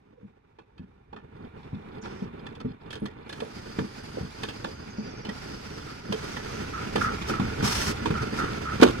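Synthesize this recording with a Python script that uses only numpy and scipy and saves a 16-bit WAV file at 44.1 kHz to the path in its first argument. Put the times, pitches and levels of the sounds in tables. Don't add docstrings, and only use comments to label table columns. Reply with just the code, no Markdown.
import sys
import numpy as np
from scipy import signal
from scipy.fft import rfft, irfft
from scipy.io import wavfile
from scipy.ndimage import uniform_filter1d, map_coordinates

SR = 44100
rng = np.random.default_rng(int(sys.argv[2]) if len(sys.argv) > 2 else 0)


def waveform_to_disk(signal):
    frames = np.transpose(np.atleast_2d(signal))
    scaled = np.clip(frames, -1, 1) * 32767
    samples = np.round(scaled).astype(np.int16)
    wavfile.write(sys.argv[1], SR, samples)


N = 396900
TIME = np.arange(N) / SR
AGE = TIME[:SR // 2]

# start in seconds, relative level in dB, top of the push in Hz.
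SEAM_THUMPS = [(0.23, -38.5, 282), (0.795, -35, 238), (1.729, -27, 282), (2.219, -24, 300),
               (2.647, -24, 297), (3.019, -26, 343), (3.421, -24, 1470), (3.786, -18, 407),
               (4.171, -24, 1190), (4.21, -27.5, 280), (4.983, -25, 515), (5.285, -25.5, 616),
               (5.53, -34, 153), (6.092, -24, 283), (6.123, -24, 1550), (6.956, -16.5, 940),
               (7.396, -17, 277), (7.627, -19, 307), (8.104, -17, 350), (8.799, -18, 330),
               (8.822, -3, 1170)]
# start in seconds, relative knock level in dB, tick level in dB,
# ring of the struck spot in Hz.
FITTING_CLACKS = [(0.586, -43, -54, 1140), (0.778, -54, -53.5, 1620), (1.128, -34.5, -53.5, 860),
                  (1.162, -40, -51.5, 1740), (2.055, -32.5, -48, 1370), (2.465, -36.5, -41.5, 1730),
                  (2.55, -55, -49.5, 2470), (2.601, -39.5, -47, 1310), (2.904, -44, -39.5, 1730),
                  (2.927, -37, -38.5, 1740), (2.953, -40, -40.5, 940), (3.055, -35, -40, 1900),
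                  (3.293, -36.5, -39, 910), (3.326, -38, -37, 1700), (3.401, -34.5, -38.5, 1750),
                  (4.432, -29, -30.5, 1120), (4.485, -34, -36.5, 2840), (4.643, -25.5, -37, 920),
                  (5.249, -33, -42, 2930), (5.289, -31, -38.5, 1920), (6.123, -28, -30, 1230),
                  (6.365, -29.5, -40, 1950), (6.957, -21, -29, 1720), (7.295, -22, -40, 1320),
                  (8.056, -19, -33, 910), (8.813, -24.5, -26.5, 805), (8.829, -10, -15.5, 700)]
# frequency in Hz, gain in dB, seconds to fall by 60 dB.
FITTING_MODES = [(1700, -3, .06), (2600, -5, .05), (3190, -2, .025), (3500, 0, .025), (4300, -3, .022),
                 (5030, -7, .018)]
# frequency in Hz, width in Hz, gain in dB.
WHEEL_RESONANCES = [(1265, 140, -2.5), (1425, 130, 0), (1900, 160, -13), (2450, 190, -2)]
TROUGH_RESONANCES = [(770, 154, 4.5), (963, 152, 5.5), (1172, 114, 3), (1400, 208, 0), (1640, 310, -3.5),
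                     (2403, 120, -3.5), (3610, 320, -13.5)]


def from_db(db):
    return 10 ** (np.asarray(db) / 20)


def rms_one(x):
    return x / np.sqrt(np.mean(x ** 2) + 1e-20)


def peak_one(x):
    return x / np.sqrt(uniform_filter1d(x ** 2, size=256).max() + 1e-20)


def in_time(points):
    return np.interp(TIME, *np.transpose(points))


def on_bins(points, x):
    hz, value = np.transpose(points)
    bin_hz = np.fft.rfftfreq(x.shape[-1], 1 / SR)
    return np.interp(np.log(bin_hz + 1), np.log(hz), value)


def coloured(x, colour):
    return rms_one(irfft(rfft(x) * from_db(on_bins(colour, x)), len(x)))


def add(track, s, sound):
    start = int(s * SR)
    track[start:start + len(sound)] += sound[:N - start]


def drift(rate_hz):
    step = 40
    pole = np.exp(-2 * np.pi * rate_hz * step / SR)
    slow = signal.lfilter([1], [1, -2 * pole, pole * pole], rng.standard_normal(N // step + 2002))[2000:]
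    return np.interp(np.arange(N) / step, np.arange(len(slow)), rms_one(slow))


def grit(per_s, spread_db, count=N):
    sizes = from_db(spread_db * np.minimum(rng.exponential(1, count), 4))
    signs = rng.choice([-1, 1], count)
    return rms_one(sizes * signs * (rng.random(count) < per_s / SR))


def resonate(x, peaks):
    out = 0
    for k, (hz, width, db) in enumerate(peaks):
        r = np.exp(-np.pi * width / SR)
        gain = (-1) ** k * from_db(db) * (1 - r * r) / 2
        out += signal.lfilter([gain, 0, -gain], [1, -2 * r * np.cos(2 * np.pi * hz / SR), r * r], x)
    return rms_one(out)


def strike(force, modes, spread_db, flex=0.03):
    hz, db, t60 = np.transpose(modes)[:, :, None]
    hz = hz * (1 + flex * rng.uniform(-0.83, 1, hz.shape))
    decays = from_db(db + spread_db * rng.standard_normal(db.shape) - 60 * AGE / t60)
    ring = (decays * np.sin(2 * np.pi * hz * AGE)).sum(0)
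    return peak_one(signal.fftconvolve(force, ring)[:len(AGE)])


def stroke(s, length_s, db, attack_s, release_s, slope_db_per_s):
    age = np.maximum(TIME - s, 0)
    held = from_db(db + slope_db_per_s * np.minimum(age, length_s))
    release = np.exp(-np.clip((age - length_s) / release_s, 0, 20))
    return held * np.minimum(age / attack_s, 1) * release


def softened(x, s):
    # time in seconds, treble corner in Hz.
    contact_top = [(2.1, 1580), (3.1, 10600), (8.0, 17000)]
    corner_hz = np.interp(s, *np.transpose(contact_top))
    return signal.sosfilt(signal.butter(1, corner_hz, fs=SR, output="sos"), x)


def wind():
    # time in seconds, level in dB.
    head_wind = [(0.0, -74), (1.24, -56.5), (5.96, -48), (6.81, -41), (8.21, -36), (8.36, -46.5),
                 (8.7, -38.5)]
    # frequency in Hz, gain in dB.
    wind_colour = [(15, -53), (30, 0), (60, 7), (90, 8), (160, 0), (500, -87)]
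    return from_db(in_time(head_wind) + drift(6.2)) * coloured(rng.standard_normal(N), wind_colour)


def jingle():
    # start in seconds, length in seconds, level in dB.
    spells = [(2.92, 0.14, -69), (3.29, 0.22, -65), (3.85, 0.5, -72)]
    shaking = sum(from_db(db) * ((TIME > s) & (TIME < s + length_s)) for s, length_s, db in spells)
    return shaking * resonate(grit(70, 3.5), [(9580, 110, 0)])


def squeals(flutter_db=4.5):
    # start and length in seconds, first and last pitch in Hz, half width in Hz, level in dB.
    slides = [(0.121, 0.15, 516, 434, 20, -56), (2.013, 0.035, 6500, 4900, 700, -59),
              (4.45, 0.85, 6480, 6200, 260, -65), (4.85, 1.35, 5650, 5560, 130, -60),
              (6.0, 1.6, 6250, 5550, 270, -60)]
    out = np.zeros(N)
    for s, length_s, start_hz, end_hz, half_width_hz, db in slides:
        age = TIME[:int(length_s * SR)]
        phase = 2 * np.pi * np.cumsum(np.interp(age, [0, length_s], [start_hz, end_hz])) / SR
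        narrow = signal.butter(2, half_width_hz, fs=SR, output="sos")
        cos_gain, sin_gain = signal.sosfilt(narrow, rng.standard_normal((2, 2 * SR)))[:, -len(age):]
        band = rms_one(cos_gain * np.cos(phase) + sin_gain * np.sin(phase))
        swell = np.sqrt(np.sin(np.pi * age / length_s))
        add(out, s, from_db(db) * swell * band)
    return out * from_db(flutter_db * drift(31))


def rattle():
    flurries = signal.lfilter([1], [1, -np.exp(-1 / (0.005 * SR))], np.abs(grit(22, 2.0)))
    resonances = [(hz, np.log(1000) / (np.pi * t60), db) for hz, db, t60 in FITTING_MODES]
    under_way = np.interp(TIME, [1.1, 1.7], [0, 1])
    return under_way * resonate(flurries * rng.standard_normal(N), resonances)


def runners(touch_s=3.5, clear_db=-82, touching_db=-58.5):
    # frequency in Hz, width in Hz, gain in dB.
    runner_resonances = [(4500, 380, -10), (4930, 115, 0)]
    # start in seconds, length in seconds, hiss level in dB.
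    drags = [(3.27, 1.4, -51.5), (5.292, 0.59, -48.5), (6.095, 2.9, -44)]
    # frequency in Hz, gain in dB.
    hiss_colour = [(1500, 13), (3200, 6.5), (5500, 6), (8000, -4.5), (12000, -11.5), (15500, -21.5)]
    touching = np.clip((TIME - touch_s) / 0.013, 0, 1)
    singing_db = np.interp(TIME - touch_s, [0, 2.2], [-56.5, -56]) + 2 * drift(12)
    singing = touching * from_db(singing_db) * resonate(rng.standard_normal(N), runner_resonances)
    dragging = sum(stroke(*row, attack_s=0.053, release_s=0.18, slope_db_per_s=0.5) for row in drags)
    hiss_gain = from_db(clear_db) + touching * from_db(touching_db) + dragging
    return singing + hiss_gain * coloured(grit(14000, 3.5), hiss_colour)


def shell_rumble():
    # frequency in Hz, gain in dB.
    rumble_colour = [(40, -9), (70, -9.5), (120, 2), (480, -6.5), (620, -14.5), (1000, -26), (2000, -73)]
    # frequency in Hz, width in Hz, gain in dB.
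    shell_hum = [(107.4, 51, -8.5), (213.6, 27, 1.5), (270.4, 51, -2.5), (424, 47, -0.5)]
    rumble = coloured(rng.standard_normal(N), rumble_colour)
    return rumble + from_db(-2) * resonate(rng.standard_normal(N), shell_hum)


def wavering(x, pitch_share, rate_hz):
    position = np.cumsum(pitch_share * drift(rate_hz)) + np.arange(N)
    return map_coordinates(x, [position], order=3, mode="wrap")


def panels(x, t60, ring_db):
    ring = rng.standard_normal(len(AGE)) * from_db(-60 * AGE / t60)
    return rms_one(x + from_db(ring_db) * rms_one(signal.fftconvolve(x, ring)[:N]))


def wheels():
    # frequency in Hz, gain in dB.
    roll_colour = [(300, -26), (520, -3), (700, 0), (1100, -6.5), (1500, -3), (2300, -1), (3300, -10),
                   (4500, -22), (9000, -99)]
    pace = np.interp(TIME, [2.5, 6.4], [0, 1])
    grains_per_s = 2500 + 6500 * pace
    jolts = resonate(grit(grains_per_s, 10.4), [(1350, 610, 0)])
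    wheel_ring = wavering(resonate(jolts, WHEEL_RESONANCES), pitch_share=0.025, rate_hz=8)
    roar = coloured(grit(grains_per_s, 2.9), roll_colour)
    trough_ring = from_db(6 - 9.1 * pace) * resonate(grit(grains_per_s, 2.4), TROUGH_RESONANCES)
    wheel_ring *= from_db(-6.5 + 7 * pace + 0.5 * drift(16))
    return panels(roar + trough_ring + wheel_ring, t60=0.04, ring_db=-8)


def rolling(cruise_db=-50):
    # time in seconds, effort in dB.
    effort = [(0.0, -77.5), (1.05, -73), (1.42, -60), (1.62, -52.5), (2.1, -50.5), (2.83, -56), (3.41, -52),
              (4.36, -51.5), (5.11, -48.5), (6.02, -52.5), (6.94, -39), (7.62, -37), (7.72, -38.5),
              (8.15, -38), (8.72, -41), (9.0, -36)]
    above_cruise_db = in_time(effort) - cruise_db
    rumble = shell_rumble()
    roll = wheels() + from_db(-18) * rattle()
    hiss = runners()
    bumps = drift(14)
    rumble_db = -45 + 0.73 * above_cruise_db + 3.2 * bumps
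    roll_db = -48.5 + 0.69 * above_cruise_db + 2.25 * bumps + drift(60)
    return rumble * from_db(rumble_db) + roll * from_db(roll_db) + hiss * from_db(2 * bumps)


def chatter():
    # start in seconds, relative level in dB, length in seconds.
    slips = [(5.868, -40, 0.034), (6.732, -33, 0.064), (7.009, -21.5, 0.052), (7.331, -30.5, 0.039),
             (8.139, -31, 0.049), (8.386, -27.5, 0.061), (8.651, -30.5, 0.06)]
    jerk_band = [(1330, 600, 0)]
    jerks = resonate(resonate(grit(900, 1.0), jerk_band), jerk_band)
    ringing = rms_one(from_db(-4) * jerks + resonate(jerks, WHEEL_RESONANCES))
    return ringing * sum(stroke(s, length_s, db - 2.5, attack_s=0.0037, release_s=0.047, slope_db_per_s=-16)
                         for s, db, length_s in slips)


def scrape(grind_fade_s=0.11, roughness_db=1.8):
    # start in seconds, length in seconds, relative level in dB.
    scrapes = [(1.56, 0.3, -60.5), (2.018, 0.055, -41.5), (2.077, 0.17, -46.5), (6.981, 0.072, -39.5),
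               (7.263, 0.04, -35), (7.62, 0.29, -27.5), (8.358, 0.042, -39)]
    # frequency in Hz, gain in dB.
    friction_colour = [(300, -8), (900, 9), (2200, 6.5), (3600, 3.5), (5600, 6), (7000, -0.5), (10000, -5),
                       (15500, -15)]
    # frequency in Hz, width in Hz, gain in dB.
    high_ring = [(5450, 140, 0)]
    friction = coloured(grit(12000, 1.5), friction_colour)
    friction += from_db(-9) * resonate(rng.standard_normal(N), high_ring)
    grind = from_db(-1.5) * resonate(grit(900, 2.2), TROUGH_RESONANCES)
    out = np.zeros(N)
    for s, length_s, db in scrapes:
        bite = np.exp(-np.clip((TIME - s) / grind_fade_s, 0, 20))
        contact = stroke(s, length_s, db, attack_s=0.029, release_s=0.015, slope_db_per_s=-16)
        out += contact * softened(friction + bite * grind, s)
    return out * from_db(roughness_db * drift(56))


def clatter():
    moments = AGE[::180]
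    bounces = np.interp(AGE, moments, rng.exponential(1, len(moments)))
    onset = 1 - np.exp(-AGE / 0.0022)
    return onset * (np.exp(-AGE / 0.005) + 0.15 * bounces * np.exp(-AGE / 0.028))


def fittings(shake_above_db=-24, choke_db=-33, spot_width_hz=95, spot_db=8):
    # frequency in Hz, gain in dB.
    tick_colour = [(1200, 9.5), (3500, 14.5), (5300, 5.5), (9700, -3.5), (15500, -15)]
    clacks = [(s, knock_db, tick_db, [(hz, spot_width_hz, spot_db)])
              for s, knock_db, tick_db, hz in FITTING_CLACKS]
    shakes = [(s, db - 8, db - 22, []) for s, db, _ in SEAM_THUMPS if db > shake_above_db]
    out = np.zeros(N)
    for s, knock_db, tick_db, spot in clacks + shakes:
        cluster = clatter()
        knock = resonate(softened(cluster * grit(7000, 3.4, len(AGE)), s), list(TROUGH_RESONANCES) + spot)
        tick = softened(cluster * coloured(grit(7000, 2.0, len(AGE)), tick_colour), s)
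        ring = strike(softened(cluster * grit(7000, 3.1, len(AGE)), s), FITTING_MODES, spread_db=5.5)
        ring *= from_db(min(0, choke_db - tick_db))
        add(out, s, from_db(knock_db - 4) * peak_one(knock))
        add(out, s, from_db(tick_db) * peak_one(peak_one(tick) + ring))
    return out


def shell_thumps(clack_top_hz=1130):
    # frequency in Hz, gain in dB, seconds to fall by 60 dB.
    shell_modes = [(205, -1, 0.09), (248, -5, 0.07), (335, -3, 0.047), (435, -0.5, 0.055), (520, -9, 0.03)]
    clack_pushes = [(s, knock_db - 4, clack_top_hz) for s, knock_db, _, _ in FITTING_CLACKS]
    out = np.zeros(N)
    for s, db, top_hz in list(SEAM_THUMPS) + clack_pushes:
        force = 0.06 * grit(2500, 2.5, len(AGE)) * np.exp(-AGE / 0.028)
        force[0] += 1
        contact = signal.butter(2, [top_hz / 4, top_hz], "band", fs=SR, output="sos")
        add(out, s, from_db(db - 1.5) * strike(signal.sosfilt(contact, force), shell_modes, spread_db=4))
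    return out


def sled():
    return rolling() + shell_thumps() + fittings() + chatter() + jingle() + scrape() + squeals()


def microphone(common, scattered, left_lag_s=0.0006386):
    # frequency in Hz, likeness of left and right from 0 to 1.
    likeness = [(550, .97), (900, .65), (1350, .75), (1700, .4), (10000, .25)]
    # frequency in Hz, left minus right in dB.
    balance = [(250, 0), (550, -6), (880, -8), (1250, -2.5), (2000, -4), (3500, -3), (9000, 7), (14000, 3)]
    common, scattered = np.pad([common, scattered], ((0, 0), (0, len(AGE))))
    alike = on_bins(likeness, common)
    left_right = np.array([[1], [-1]])
    mid = np.sqrt((1 + alike) / 2) * rfft(common)
    side = np.sqrt((1 - alike) / 2) * rfft(scattered)
    pair = mid + left_right * side
    pair[0] *= np.exp(-2j * np.pi * np.fft.rfftfreq(len(common), 1 / SR) * left_lag_s)
    gains = from_db(on_bins(balance, common) * left_right / 2)
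    gains /= np.sqrt(np.mean(gains ** 2, axis=0))
    return irfft(pair * gains, len(common))[:, :N]


def scene():
    return microphone(sled(), sled()) + wind()


def record(dry, cutoff_hz=15700):
    lowpass = signal.ellip(10, 0.1, 80, cutoff_hz, fs=SR, output="sos")
    return signal.sosfilt(lowpass, np.clip(dry, -1, 1))


dry = scene()
out = record(dry)
waveform_to_disk(out)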